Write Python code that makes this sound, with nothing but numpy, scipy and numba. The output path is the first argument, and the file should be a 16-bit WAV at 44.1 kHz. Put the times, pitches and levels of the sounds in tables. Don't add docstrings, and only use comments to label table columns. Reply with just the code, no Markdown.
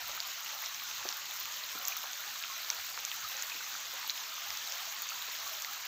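import sys
import numpy as np
from scipy import signal
from scipy.fft import rfft, irfft, next_fast_len
from scipy.io import wavfile
from scipy.ndimage import uniform_filter1d
from numba import njit

SR = 44100
rng = np.random.default_rng(int(sys.argv[2]) if len(sys.argv) > 2 else 0)


def wav_out(sig):
    wavfile.write(sys.argv[1], SR, np.round(np.clip(np.atleast_2d(sig).T, -1, 1) * 32767).astype(np.int16))


N = 258867


def undb(db):
    return 10 ** (np.asarray(db) / 20)


def unit(x):
    return x / np.sqrt(np.mean(x ** 2))


def walk(rate):
    hold = max(int(SR / rate), 1)
    steps = np.repeat(rng.standard_normal(N // hold + 1), hold)
    smooth = uniform_filter1d(uniform_filter1d(steps, hold), hold)
    return unit(smooth[:N])


def band(x, low_hz, high_hz):
    top_hz = min(high_hz, SR / 2 - 1)
    return signal.sosfilt(signal.butter(2, [low_hz, top_hz], "band", fs=SR, output="sos"), x)


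def colour(x, points, power=1):
    hz, db = np.transpose(sorted(points))
    size = next_fast_len(N + SR // 10, True) * 2
    grid = np.maximum(np.fft.rfftfreq(size, 1 / SR), 1)
    gain = undb(power * np.interp(np.log(grid), np.log(hz), db))
    cepstrum = irfft(np.log(gain))
    cepstrum[1:size // 2] *= 2
    cepstrum[size // 2 + 1:] = 0
    return irfft(rfft(x, size) * np.exp(rfft(cepstrum)))[:N]


def shade(x, points, power=1):
    hz, db = np.transpose(points)
    grid = np.maximum(np.fft.rfftfreq(N, 1 / SR), 1)
    gain = undb(power * np.interp(np.log(grid), np.log(hz), db))
    return irfft(rfft(x) * gain, N)


def add(out, s, sound):
    start = int(np.clip(s * SR, 0, N - 1))
    out[start:start + len(sound)] += sound[:N - start]


def burst(low_hz, high_hz, t60):
    t = np.arange(SR // 4) / SR
    noise = unit(band(rng.standard_normal(len(t)), low_hz, high_hz))
    return noise * np.exp(-np.log(1000) * t / t60)


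@njit
def rings(times, sizes, hz, cycles, glide):
    out = np.zeros(N)
    for k in range(len(times)):
        start = int(times[k] * SR)
        length = int(cycles[k] / hz[k] * SR) + 1
        for i in range(max(0, -start), min(length, N - start)):
            age = i / length
            turns = hz[k] * i / SR
            swell = 1 - np.exp(-(2 * turns) ** 2)
            decay = np.exp(-6.9 * age)
            out[start + i] += sizes[k] * swell * decay * np.sin(2 * np.pi * turns * (1 + glide * age / 2))
    return out


def far_rain(flicker_db, flicker_rate, edge_share):
    # (time [s], level [dB])
    low_edge = [(0.0, -52), (0.05, -61), (0.1, -54), (0.15, -60.5), (0.49, -59), (0.55, -55.5), (0.75, -68),
                (0.98, -62), (1.01, -55.5), (1.4, -61.5), (1.91, -54), (2.01, -64), (2.04, -53.5),
                (2.16, -63), (2.27, -59), (2.34, -69.5), (2.79, -57.5), (2.88, -73), (2.99, -54),
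                (3.07, -66.5), (3.5, -59.5), (4.89, -60), (4.9, -65), (5.56, -57), (5.57, -62),
                (5.87, -57.5)]
    edge_db = np.interp(np.arange(N) / SR, *np.transpose(low_edge))
    size = next_fast_len(N, True)
    spectrum = rfft(rng.standard_normal(size))
    hz = np.fft.rfftfreq(size, 1 / SR)
    edges = np.r_[0, np.geomspace(400, 7500, 22), SR]
    out = np.zeros(N)
    for low, high in zip(edges[:-1], edges[1:]):
        burble = np.interp(low, [0, 450, 800, 1300, 2200], [1, 2.6, 2.4, 2, .6])
        follows = np.interp(low, [0, 400, 800, 1200], [0, 1, 1, 0])
        db = burble * (walk(13) + walk(3) / 4) + flicker_db * walk(flicker_rate)
        level = unit(undb(db + edge_share * follows * edge_db))
        noise = irfft(spectrum * ((hz >= low) & (hz < high)), size)[:N]
        out += noise * level
    return unit(out)


def scatter(per_second, low_hz, high_hz, nearest_db, reach, cycles, glide):
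    when, area, pitch, damping = rng.random((int(per_second * N / SR), 4)).T
    distance = np.sqrt(1 + area * (reach ** 2 - 1))
    sizes = undb(nearest_db) / distance
    hz = low_hz + pitch * (high_hz - low_hz)
    return rings(when * N / SR, sizes, hz, cycles * (.5 + damping), float(glide))


def near_rain():
    gurgles = scatter(per_second=80, low_hz=474, high_hz=1041, nearest_db=-40.5,
                      reach=6.7, cycles=74.0, glide=0.15)
    plops = scatter(per_second=350, low_hz=1013.0, high_hz=1670, nearest_db=-44.5,
                    reach=4.65, cycles=69.0, glide=0.034)
    plinks = scatter(per_second=1300, low_hz=1627, high_hz=4420, nearest_db=-38.5,
                     reach=4.1, cycles=29.7, glide=0.046)
    ticks = scatter(per_second=2400, low_hz=3530, high_hz=8400, nearest_db=-29.0,
                    reach=8.2, cycles=16.7, glide=0.046)
    spray = scatter(per_second=1200, low_hz=13400, high_hz=15200, nearest_db=-27.5,
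                    reach=7.4, cycles=21.0, glide=.02)
    return gurgles + plops + plinks + ticks + spray


def splash(x, wet_db, t60):
    keep = np.exp(-2 * np.log(1000) / (t60 * SR))
    power = signal.lfilter([1 - keep], [1, -keep], x ** 2)
    return x + undb(wet_db) * np.sqrt(power) * rng.standard_normal(N)


def air():
    # (time [s], length [s], level [dB])
    puffs = [(0.0, 0.14, -67.5), (0.913, 0.18, -70), (1.43, 0.06, -73), (1.687, 0.066, -75),
             (2.775, 0.068, -70), (3.228, 0.053, -72), (4.46, 0.095, -69.5)]
    # (frequency [Hz], gain [dB])
    air_tone = [(20, -9.5), (45, -16), (66, -3), (88, -3.5), (125, -4), (210, -16.5), (500, -58)]
    rumble_db, waver_db, waver_rate = -83, 3, 14
    strength = undb(rumble_db + waver_db * walk(waver_rate))
    for s, length, db in puffs:
        arch = np.sin(np.linspace(0, np.pi, int(length * SR)))
        add(strength, s, undb(db) * arch)
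    mid, side = (unit(colour(rng.standard_normal(N), air_tone)) for _ in range(2))
    return strength * (mid + undb(-14) * np.array([side, -side]))


def strays(per_second, low_hz, high_hz, loud_db, range_db, cycles):
    when, far, pitch, damping = rng.random((int(per_second * N / SR), 4)).T
    hz = low_hz + pitch * (high_hz - low_hz)
    return np.column_stack([when * N / SR, loud_db - far * range_db, hz, cycles * (.5 + damping)])


def droplets(parents, count, below_db, range_db, within_s, cycles):
    s, db, hz, _ = np.repeat(parents, count, axis=0).T
    late, pitch = rng.random((len(s), 2)).T
    sizes = undb(db + below_db - late * range_db)
    near_hz = hz * 2 ** (pitch - .5)
    return rings(s + late * within_s, sizes, near_hz, np.full(len(s), float(cycles)), 0.)


def close_drops(ring_db, slap_db, slap_t60, glide):
    # (time [s], level [dB], ring [Hz], cycles until 60 dB down [count])
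    close_hits = [(0.1763, -28, 1240, 19), (0.203, -13.5, 4670, 19), (0.638, -27, 2170, 19),
                  (0.6604, -20, 5470, 28), (0.7457, -21, 5830, 18), (0.82, -34.5, 1220, 26),
                  (0.9125, -26, 2660, 16), (1.0281, -33, 1600, 25), (1.0893, -12.5, 5600, 12),
                  (1.105, -21, 6000, 5), (1.126, -17, 5300, 13), (1.3104, -23.5, 3650, 20),
                  (1.4556, -22, 2620, 8.5), (1.456, -21, 6400, 12), (1.5229, -19.5, 6700, 11),
                  (1.5628, -22, 3930, 6), (1.6377, -25, 4050, 30), (1.69, -25, 3500, 14),
                  (1.7748, -30, 1380, 27), (1.8528, -12, 6470, 13), (1.8753, -10, 7340, 16),
                  (1.8828, -12.5, 6000, 11), (1.9216, -26, 2390, 31), (1.9262, -30, 2480, 46),
                  (1.9659, -34, 1270, 30), (1.973, -23, 5950, 36), (2.041, -15.5, 970, 3.5),
                  (2.1326, -17, 6200, 10), (2.4254, -21, 4500, 12), (2.438, -19.5, 2550, 14),
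                  (2.445, -37, 1290, 28), (2.4987, -39, 1076, 162), (2.6469, -22, 4370, 14),
                  (2.7019, -13.5, 5750, 39), (2.702, -17.5, 4300, 13), (2.7021, -20.5, 2240, 11),
                  (2.9758, -19, 1280, 6.5), (2.976, -24, 2600, 4), (2.99, -21, 6200, 16),
                  (3.0508, -9.5, 6640, 8), (3.1157, -15.5, 3100, 9), (3.1423, -27, 6500, 3),
                  (3.247, -35, 1254, 81), (3.368, -22, 5970, 24), (3.4238, -9.5, 6860, 10.5),
                  (3.4989, -16, 4500, 6), (3.5187, -27.5, 2490, 53), (3.567, -28, 2540, 20),
                  (3.6067, -32.5, 1470, 41), (3.7516, -29.5, 1330, 19), (4.044, -34, 1260, 21),
                  (4.0971, -12.5, 4030, 22), (4.1042, -10, 5600, 8), (4.3799, -31, 1140, 13),
                  (4.5045, -19, 5400, 19), (4.573, -19.5, 6100, 17), (4.6743, -25.5, 3890, 29),
                  (4.7222, -20, 5600, 22), (5.0205, -25, 8300, 13), (5.0899, -18.5, 6600, 18),
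                  (5.1188, -29.5, 1310, 25), (5.2225, -20, 3650, 11), (5.6126, -46, 4080, -6),
                  (5.6221, -16, 7160, 16), (5.6472, -18, 4550, 14), (5.6473, -27, 2040, 34),
                  (5.681, -38, 1280, 62)]
    small = strays(per_second=80, low_hz=1800, high_hz=7500, loud_db=-23.5, range_db=6, cycles=7)
    s, db, hz, cycles = np.vstack([close_hits, small]).T.copy()
    out = rings(s, undb(db + ring_db), hz, cycles, float(glide))
    for when, size_db, ring_hz in zip(s, db, hz):
        slap = burst(ring_hz / 1.4, ring_hz * 1.4, slap_t60)
        add(out, when, undb(size_db + slap_db) * slap)
    return out + droplets(close_hits, count=3, below_db=-12, range_db=7, within_s=.022, cycles=9)


def cracks(crack_db, t60, per_second, faint_db, range_db):
    # (time [s], level [dB])
    sharp = [(0.0827, -27.5), (0.621, -30), (0.838, -34), (1.1697, -26), (1.3104, -32), (1.401, -28.5),
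             (1.477, -41), (1.787, -28.5), (1.8825, -18), (1.9684, -30), (1.9865, -31), (2.0363, -35),
             (2.702, -34), (2.7467, -29.5), (3.1423, -32), (3.2146, -31), (3.2884, -30), (3.4238, -32),
             (4.0767, -25), (4.7559, -28), (4.9182, -31), (5.0205, -20.5), (5.4879, -36), (5.5378, -39),
             (5.7304, -29), (5.8531, -26)]
    when, far = rng.random((int(per_second * N / SR), 2)).T
    faint = np.column_stack([when * N / SR, faint_db - far * range_db])
    out = np.zeros(N)
    for s, db in np.vstack([sharp, faint]):
        add(out, s, undb(db + crack_db) * burst(9000, 16500, t60))
    return out


def thuds(glide, smack_db, smack_t60):
    # (time [s], level [dB], ring [Hz], cycles until 60 dB down [count])
    heavy = [(0.0928, -44, 554, 28), (1.053, -40, 368, 28), (1.75, -46, 280, 15), (3.547, -54, 320, 27),
             (3.935, -47, 522, 44), (5.282, -48, 440, 14)]
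    s, db, hz, cycles = np.array(heavy, float).T.copy()
    out = rings(s, undb(db), hz, cycles, float(glide))
    for when, size_db, ring_hz in zip(s, db, hz):
        smack = burst(ring_hz * 1.26, ring_hz * 3.8, smack_t60)
        add(out, when, undb(size_db + smack_db) * smack)
    return out + droplets(heavy, count=18, below_db=-6, range_db=10, within_s=.065, cycles=6)


def scene():
    # (frequency [Hz], gain [dB])
    rain_tone = [(59, -71), (100, -20), (247, -19.5), (385, -16.5), (437, -17.5), (710, -7.5), (1250, -0.5),
                 (1870, -2.5), (4170, -0.5), (4930, -3), (6630, 0.5), (7680, -8.5), (9290, -21.5),
                 (11200, -12.5), (12500, -2), (14200, 2), (15400, 2.5)]
    # (frequency [Hz], left minus right [dB])
    balance = [(380, -.3), (520, -6.5), (700, -10), (950, -9), (1150, -4.5), (1500, -1.6), (2300, 0)]
    # (frequency [Hz], gain [dB])
    diffuse = [(350, -13.5), (650, -11), (1100, -8.5), (1800, -17), (3000, -25), (4200, -39), (7500, -33),
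               (9200, -10), (11000, -10), (12500, -28), (15000, -36)]
    hiss_db, fine_db = -37.5, -50
    swell_db, swell_rate = .35, 2
    flurry_db, flurry_rate = 1.1, 16

    hiss = far_rain(flicker_db=1.93, flicker_rate=35, edge_share=1.0)
    fine = signal.sosfiltfilt(signal.butter(4, 9500, "high", fs=SR, output="sos"), hiss)
    far = (hiss - fine) * undb(hiss_db) + fine * undb(fine_db)
    far = far * undb(swell_db * walk(swell_rate))
    flurry = undb(flurry_db * walk(flurry_rate))
    close = close_drops(ring_db=1, slap_db=-14, slap_t60=.003, glide=.06)
    clicks = cracks(crack_db=5.5, t60=0.0028, per_second=9, faint_db=-32.5, range_db=5)
    patter = far + splash(near_rain() * flurry, wet_db=-6, t60=0.013)
    patter = patter + splash(close + clicks, wet_db=-14, t60=0.02)
    drips = thuds(glide=.3, smack_db=-1, smack_t60=.08)
    rain = colour(patter, rain_tone) + drips
    noise = colour(rng.standard_normal(N) * np.std(patter), rain_tone)
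    side = shade(noise, diffuse)
    left = shade(rain, balance, 1 / 2) + side
    right = shade(rain, balance, -1 / 2) - side
    return np.array([left, right]) + air()


def record(dry):
    return signal.sosfilt(signal.ellip(12, .1, 70, 15550, fs=SR, output="sos"), dry)


dry = scene()
out = record(dry)
wav_out(out)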